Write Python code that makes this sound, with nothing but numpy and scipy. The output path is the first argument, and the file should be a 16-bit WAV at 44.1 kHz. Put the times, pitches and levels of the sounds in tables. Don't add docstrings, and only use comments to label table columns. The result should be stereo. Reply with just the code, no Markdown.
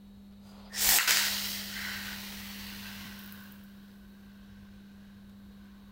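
import sys
import numpy as np
from scipy import signal
from scipy.fft import rfft, irfft, next_fast_len
from scipy.io import wavfile
from scipy.ndimage import uniform_filter1d, map_coordinates

SR = 44100
rng = np.random.default_rng(int(sys.argv[2]) if len(sys.argv) > 2 else 0)


def inscribe(sig):
    pcm = np.round(np.clip(np.atleast_2d(sig).T, -1, 1) * 32767)
    wavfile.write(sys.argv[1], SR, pcm.astype(np.int16))


def nominal_scale(level):
    x = np.asarray(level, float) / 20
    return 10 ** x


N = 260631

# (frequency [Hz], density [dB per Hz])
GEAR_HISS = [(4700, -23), (8000, -1.5), (9400, -12.5), (10300, -5.5), (12100, -6), (14500, 0.5),
             (16000, -4)]
# (frequency [Hz], density [dB per Hz])
FREE_GEARS = [(290, -50), (500, -17.5), (1000, -10), (1450, 1.5), (1950, -19), (2400, -10.5), (4270, -3.5),
              (7000, -20.5), (8650, -17), (15800, -9)]


def unit(x):
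    return x / np.sqrt(np.mean(x ** 2) + 1e-20)


def along(points, hz):
    f, v = np.transpose(points)
    return np.interp(np.log(hz + 1), np.log(f + 1), v)


def curves(rows):
    s, *columns = np.transpose(rows)
    t = np.arange(N) / SR
    inside = 1. * (t > s[0]) * (t < s[-1])
    return [np.interp(t, s, c) for c in columns] + [uniform_filter1d(inside, size=60)]


def swells(rows):
    t, power = np.arange(N) / SR, 0
    for s, half, *db in rows:
        power = power + nominal_scale(2 * np.array(db)[:, None] - 9.6 * ((t - s) / half) ** 2)
    return np.sqrt(power)


def wobble(rate):
    coarse = np.arange(0, N + 16, 16)
    knots = rng.standard_normal(int(N * rate / SR) + 4)
    return np.interp(np.arange(N), coarse, map_coordinates(knots, [coarse * rate / SR]))


def filtered(x, response):
    n = x.shape[-1]
    m = next_fast_len(n + 4096, True)
    return irfft(rfft(x, m) * response(np.fft.rfftfreq(m, 1 / SR)), m)[..., :n]


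def colour(points):
    return lambda hz: nominal_scale(along(points, hz))


def modes(rows):
    def response(f):
        total = 0
        for k, (centre, width, db) in enumerate(rows):
            damping = 1j * f * width
            total = total + (-1) ** k * nominal_scale(db) * damping / (centre * centre - f * f + damping)
        return total
    return response


def steep(rows):
    return lambda f: modes(rows)(f) ** 2


def pair(beat, response):
    # (frequency [Hz], correlation [-1 to 1])
    coherence = [(60, 0.89), (270, .9), (450, 0.61), (740, 0.23), (1400, -0.27), (3100, 0.029),
                 (9000, -0.1), (15000, -0.0015)]
    turn = lambda hz: np.arccos(np.clip(along(coherence, hz), -1, 1)) / 2
    split = lambda hz: response(hz) * [np.cos(turn(hz)), np.sin(turn(hz))]
    mid, side = filtered(beat * rng.standard_normal((2, N)), split)
    return unit(np.array([mid + side, mid - side]))


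def panned(db):
    return nominal_scale(np.array([db / 2, -db / 2]))


def patchy(x, depth_db):
    z = signal.stft(x, nperseg=512)[2]
    field = uniform_filter1d(rng.standard_normal(z.shape[1:]), size=3, axis=0)
    field = uniform_filter1d(field, size=50, axis=1)
    return unit(signal.istft(z * nominal_scale(depth_db * unit(field)), nperseg=512)[1][:, :N])


def bursts(rows, db, t60, response):
    t, out = np.arange(SR // 20) / SR, np.zeros((2, N + SR))
    shared, own = rng.standard_normal((2, len(rows), 2, len(t)))
    snap = 4 * (t == 0)
    chatter = shared[:, :1] + 0.93 * own
    shots = filtered(nominal_scale(-60 * t / t60) * (chatter + snap), response)
    for row, level, shot in zip(rows, db, shots):
        start = round(row[0] * SR)
        shot = shot / abs(shot).max(1, keepdims=True)
        out[:, start:start + len(t)] += nominal_scale(level) * panned(row[-1])[:, None] * shot
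    return out[:, :N]


def room_tone():
    # (time [s], gain [dB])
    gain_control = [(0.0, 0), (0.66, 1.5), (0.91, 3.5), (0.99, -4), (1.02, -9), (1.15, 1), (1.35, 5.5),
                    (2.83, 5.5), (4.08, 0), (5.6, 1.2), (5.91, -0.3)]
    # (frequency [Hz], width [Hz], level [dB])
    machinery = [(12, 12, -4.5), (56.1, 34, 0), (92.5, 20, -2), (148, 14, -6.5)]
    # (time [s], half length [s], level [dB])
    jolt = [
        (.87, 0.049, -47.5),
    ]
    # (frequency [Hz], level [dB])
    whines = [(1733, -86), (2982, -86), (3849, -76.5), (4328, -83)]
    # (frequency [Hz], density [dB per Hz])
    air_noise = [(110, -6.5), (170, 0), (260, -2), (860, -10.5), (1320, -13.5), (2320, -18), (3300, -18),
                 (3650, -14.5), (4300, -13.5), (4700, -23), (5420, -24), (8800, -26), (15000, -23.5),
                 (15800, -27)]
    hum_hz, hum_db = 199.6, -53
    slip_s = 3.053
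    upper_db, lower_db, wander_db = -64.5, -62.5, 1.5

    t, lift_db = np.arange(N) / SR, curves(gain_control)[0]
    slip = np.sign(t - slip_s) * np.clip(abs(t - slip_s) / 0.0022, 0, 1)
    hum = np.sin(2 * np.pi * hum_hz * t + 0.33 * wobble(1.7))
    hum = np.sqrt(2) * nominal_scale(hum_db + lift_db + 0.18 * wobble(9.3)) * slip * hum

    upper, lower = pair(1, steep(machinery[2:])), pair(1, steep(machinery[:2]))
    drone = nominal_scale(upper_db + lift_db + wander_db * wobble(2.98)) * upper
    drone += np.hypot(nominal_scale(lower_db + lift_db + wander_db * wobble(3.14)), swells(jolt)) * lower

    flicker_db, drift = 1.5 * wobble(9), .6 * wobble(8)
    phase = drift + [[0], [1]]
    whine = sum(nominal_scale(db + flicker_db) * np.sin(2 * np.pi * hz * t + phase) for hz, db in whines)
    air = nominal_scale(-63.0 + lift_db) * pair(nominal_scale(0.47 * wobble(23)), colour(air_noise))
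    return hum + drone + nominal_scale(1.7 + 0.6 * lift_db) * whine + air


def hands():
    # (time [s], half length [s], rub [dB], squeak [dB], hiss [dB])
    strokes = [
        (.328, 0.012, -68, -90, -83),
        (.49, 0.044, -64.5, -68, -67),
        (.6, .07, -59.5, -74.5, -72),
        (.672, 0.026, -60, -67, -86),
        (.74, .014, -55, -63, -57.5),
    ]
    # (frequency [Hz], density [dB per Hz])
    skin = [(240, -33.5), (400, -10.5), (531, -5), (975, -7), (1240, -9), (1460, -6.5), (1590, -20),
            (2150, -18), (4500, -13.5), (5850, -37), (9900, -120)]
    # (frequency [Hz], density [dB per Hz])
    skin_hiss = [(4000, -29.5), (6000, 2), (9000, -2.5), (15000, -7), (16000, -7.5)]
    rub, squeak, hiss = swells(strokes)
    rub = rub * nominal_scale(4.5) * pair(nominal_scale(1.1 * wobble(39.2)), colour(skin))
    squeak = squeak * nominal_scale(4.0) * pair(1, steep([(4870, 290, 0)]))
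    return rub + squeak + hiss * nominal_scale(2.5) * pair(1, colour(skin_hiss))


def ticks():
    # (time [s], peak [dB], left-right [dB])
    grains = np.array([(3.1524, -52, 14), (3.191, -36, 7), (3.1944, -39.5, 6.5), (3.2004, -41, 2.5),
                       (3.2144, -46.5, 6.5), (3.2365, -37, 8.5), (3.2444, -40, 6.5), (3.262, -36, 8.5),
                       (3.2766, -36, 6), (3.3236, -30.5, 9), (3.3498, -45, 2), (3.3858, -40.5, 3.5),
                       (3.4046, -44, 7.5), (3.4371, -39.5, 4), (3.462, -42, -1), (3.4854, -49.5, 2.5),
                       (3.5154, -46.5, 11.5), (3.5194, -43.5, 5), (3.5228, -35, 2), (3.5904, -57, 4.5),
                       (3.6232, -56, 0), (3.6384, -43, 1.5)])
    # (time [s], peak [dB], left-right [dB])
    taps = np.array([
        (0.325, -59, 1.5),
        (5.296, -48.5, 0),
    ])
    # (frequency [Hz], density [dB per Hz])
    grit = [(8000, -39.5), (11500, -14.5), (14500, 7.5), (16200, -7.5)]
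    cracking = bursts(grains, grains[:, 1] - .3, .011, colour(grit))
    return cracking + bursts(taps, taps[:, 1] + 1.5, 0.021, colour(FREE_GEARS))


def contacts():
    # (time [s], peak [dB], knock [dB], sizzle [dB], left-right [dB])
    knocks = np.array([(0.8458, -17, -23.5, -9.5, -8), (0.8894, -16.5, -8.5, -7, 3.5),
                       (0.8925, -17, -13.5, -8, 4), (0.9105, -23, -15, -11, 5.5),
                       (0.9859, -19, 2, -16.5, -4), (0.9867, -12.5, -8, -14.5, -3),
                       (1.076, -22.5, -7, -9.5, 2), (1.0798, -15.5, -12, -10.5, 2),
                       (1.094, -14, -22, -19, -5), (1.108, -11.5, -7, -19, -10),
                       (1.1092, -12, -19.5, -19, -10), (1.1712, -13, -7, -18, -4),
                       (1.226, -23, -11.5, -21, -7)])
    # (frequency [Hz], density [dB per Hz])
    crack_spectrum = [(1000, -23.5), (2000, -10.5), (3300, -4.5), (4800, 3.5), (7500, -1), (10000, -12)]
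    # (frequency [Hz], width [Hz], level [dB])
    body = [(1520, 1200, 8.5), (2280, 1570, 10)]
    peak, knock, sizzle = knocks[:, 1], knocks[:, 2], knocks[:, 3]
    crack_t60, thud_t60 = .008, .007
    out = bursts(knocks, peak + 3, crack_t60, colour(crack_spectrum))
    out = out + bursts(knocks, peak + knock + 4, thud_t60, steep(body))
    return out + bursts(knocks, peak + sizzle + 1.5, crack_t60, colour(GEAR_HISS))


def launcher():
    # (time [s], level [dB])
    drag = [
        (.695, -70.5),
        (.719, -70),
        (.743, -47.5),
        (.775, -34),
        (.819, -27.5),
        (.915, -23),
        (.973, -23.5),
        (.98, -25.5),
        (.985, -30.5),
    ]
    # (time [s], left-right [dB])
    swing = [
        (.72, 5),
        (.82, -0.7),
        (.984, 1),
    ]
    # (time [s], half length [s], housing ring [dB], handle boom [dB], rack whistle [dB])
    strain = [
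        (.727, .018, -49, -62, -73),
        (.765, .018, -39, -54, -42),
        (.79, .02, -48, -56, -37.5),
        (.945, .045, -36.5, -32.5, -48.5),
    ]
    # (time [s], level [dB], left-right [dB])
    free_run = [
        (.983, -27, 4.5),
        (1.0, -30.5, -6.5),
        (1.04, -31.5, -4),
        (1.0765, -34.5, -4),
    ]
    # (frequency [Hz], density [dB per Hz])
    gears = [(150, -37.5), (250, -12), (485, -7), (593, -9), (833, -5), (1260, -7.5), (1480, -3.5),
             (1950, -1.5), (2490, -0.5), (4410, 2), (5560, 3), (7570, 2), (10000, -3.5), (13000, -33.5),
             (22000, -120)]
    pull_db, on = curves(drag)
    pan_db, (ring, boom, whistle) = curves(swing)[0], swells(strain)
    coast_db, coast_pan_db, free = curves(free_run)
    pull = nominal_scale(pull_db - 0.2)

    slack_db, taut_db, wakes_db, growth = -6.5, 2.2, -33, 1.3
    hiss_db = np.clip(slack_db + growth * (pull_db - wakes_db), slack_db, taut_db)
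    teeth = nominal_scale(1.4 * wobble(900) + 0.79 * wobble(170) + 0.29 * wobble(45.03))
    rip = pull * (pair(teeth, colour(gears)) + nominal_scale(hiss_db) * pair(teeth, colour(GEAR_HISS)))

    ring = np.hypot(ring, pull * nominal_scale(-14.5))
    rip += nominal_scale(-2.5) * ring * pair(teeth, steep([(1813, 270, 0)]))
    rip += nominal_scale(-4.5) * boom * pair(teeth, steep([(800, 210, 0)]))
    rip += whistle * pair(teeth, steep([(5350, 716, 0)]))
    coast = free * nominal_scale(coast_db + 1.0) * panned(coast_pan_db) * pair(teeth, colour(FREE_GEARS))
    return on * panned(pan_db) * rip + coast


def top():
    # (time [s], rate [turns per s], skidding share [0-1])
    spin = [
        (1, 85, 0.7),
        (1.55, 60, 0.86),
        (1.85, 87, 0.31),
        (2.9, 84, 0.17),
        (3.3, 60, .05),
        (4.9, 52, .05),
        (5.9, 52, 0.02),
    ]
    # (time [s], level [dB])
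    scraping = [(1.08, -29), (1.1, -25.5), (1.13, -29), (1.27, -32), (1.37, -35), (1.52, -38),
                (1.67, -42.5), (2.37, -44.5), (3.03, -48.5), (3.2, -55), (3.51, -67.5), (3.72, -74.5),
                (4.43, -73), (5.32, -76), (5.91, -73)]
    # (time [s], half length [s], low mode [dB], high mode [dB])
    rocking = [(1.078, 0.018, -29, -35), (1.13, .025, -39.5, -45), (1.19, 0.02, -54, -38),
               (1.235, .03, -38, -47), (1.275, 0.026, -46, -35.5), (1.36, 0.037, -54, -60),
               (1.43, .04, -63, -45), (1.58, 0.036, -70, -42), (1.8, 0.072, -45.5, -39),
               (1.9, 0.091, -41, -38.5), (2.09, 0.057, -44.5, -42.5), (2.5, 0.44, -68, -51),
               (2.73, 0.036, -56, -63), (2.88, 0.042, -50, -59), (3.02, 0.095, -54.5, -55),
               (3.28, 0.22, -54.5, -73), (3.82, 0.19, -66.5, -76), (4.5, 0.39, -68, -75),
               (5.07, 0.13, -68.5, -78), (5.7, 0.16, -71, -77.5)]
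    # (time [s], half length [s], hiss [dB])
    dust = [
        (1.5, 0.07, -43.5),
        (3.3, 0.22, -61),
        (3.8, 0.44, -73),
    ]
    # (frequency [Hz], width [Hz], level [dB])
    shell_low = [(1545, 230, 0)]
    shell_high = [(1930, 380, 0)]
    # (frequency [Hz], density [dB per Hz])
    skid_spectrum = [(180, -42.5), (300, -15), (396, -16.5), (692, -13), (970, -7), (1230, -11), (1460, -2),
                     (1600, -8.5), (1960, -4), (2240, -8.5), (3090, 0.5), (3430, -7), (3970, 4), (6070, -2),
                     (10000, -13), (13000, -43.5), (22000, -120)]
    rattle_spectrum = [(180, -41), (300, -18), (509, -14.5), (540, -17), (564, -13.5), (970, -6.5),
                       (1160, -8), (1550, -4.5), (2240, -5), (2560, -2), (2960, -1.5), (3530, -4),
                       (5240, -7.5), (6730, -13.5), (10000, -47), (13000, -51.5), (22000, -120)]
    tip_hiss = [(4700, -19), (8000, -2.5), (10500, -2.5), (12700, 1), (14100, 4), (16000, 4.5)]
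    landing_s, lean_s, topple_s = 1.0755, 3.0, 5.22

    t, scrape, (low, high) = np.arange(N) / SR, nominal_scale(curves(scraping)[0]), swells(rocking)
    turns, skid, _ = curves(spin)
    skid = np.clip(skid, 0, 1)
    angle = 2 * np.pi * np.cumsum(turns) / SR + .5 * wobble(14)
    scuff = np.cos(angle) * (1 + 0.32 * wobble(7.9))
    grain = wobble(700)

    low_beat, high_beat = nominal_scale(1.6 * scuff + 1.2 * grain), nominal_scale(1.7 * scuff + 1.6 * grain)
    whirr = nominal_scale(-71)
    shell = np.hypot(low, whirr) * nominal_scale(1.6) * pair(low_beat, steep(shell_low))
    shell += np.hypot(high, scrape * nominal_scale(-8)) * nominal_scale(-2.0) * pair(high_beat, steep(shell_high))

    topple = nominal_scale(-80.5 + 14 * np.maximum(t - topple_s, 0))
    lean = np.hypot(low * nominal_scale(-10), topple)
    shell += (t > lean_s) * lean * nominal_scale(3.5) * pair(nominal_scale(1.5 * scuff), steep([(1063, 210, 0)]))

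    beat = nominal_scale(0.33 * scuff + 0.93 * grain + 0.5 * wobble(35.12))
    rattle = np.sqrt(skid) * pair(beat, colour(skid_spectrum))
    rattle = rattle + np.sqrt(1 - skid) * pair(beat, colour(rattle_spectrum))
    rattle = np.hypot(scrape, low * nominal_scale(-2.5)) * nominal_scale(2.0) * patchy(rattle, depth_db=1.6)

    hiss = np.hypot(scrape * nominal_scale(-6), swells(dust)) * nominal_scale(6.5)
    hiss = hiss * pair(nominal_scale(.6 * scuff + .9 * grain), colour(tip_hiss))
    return (t > landing_s) * (shell + rattle + hiss)


def walls(x):
    # (frequency [Hz], t60 [s])
    decay = [(300, 0.41), (2000, 0.56), (8000, 0.54), (15000, 0.22)]
    hz, t, z = signal.stft(rng.standard_normal((2, SR // 2)), SR, nperseg=256)
    tail = signal.istft(z * nominal_scale(-60 * t / along(decay, hz)[:, None]), SR, nperseg=256)[1]
    delayed = np.pad(x, ((0, 0), (300, 0)))
    return signal.fftconvolve(delayed, tail / np.linalg.norm(tail[0]), axes=1)[:, :N]


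def scene():
    hits, grit = contacts(), ticks()
    echo = walls(nominal_scale(2.5) * hits + nominal_scale(-5.0) * grit)
    return room_tone() + hands() + grit + hits + launcher() + top() + echo


def top_cut(x):
    return signal.sosfilt(signal.butter(12, 16710, fs=SR, output="sos"), x)


def record(dry):
    # (frequency [Hz], left over right [dB])
    louder_left = [(60, 4), (110, 2), (200, 4.0), (380, 5), (700, 4), (1290, 5), (2380, 4), (4400, 4.5),
                   (8120, -1), (15000, 5)]
    top_hz = 15780
    ports = filtered(dry, lambda hz: panned(along(louder_left, hz)) * (hz < top_hz))
    return top_cut(ports)


dry = scene()
out = record(dry)
inscribe(out)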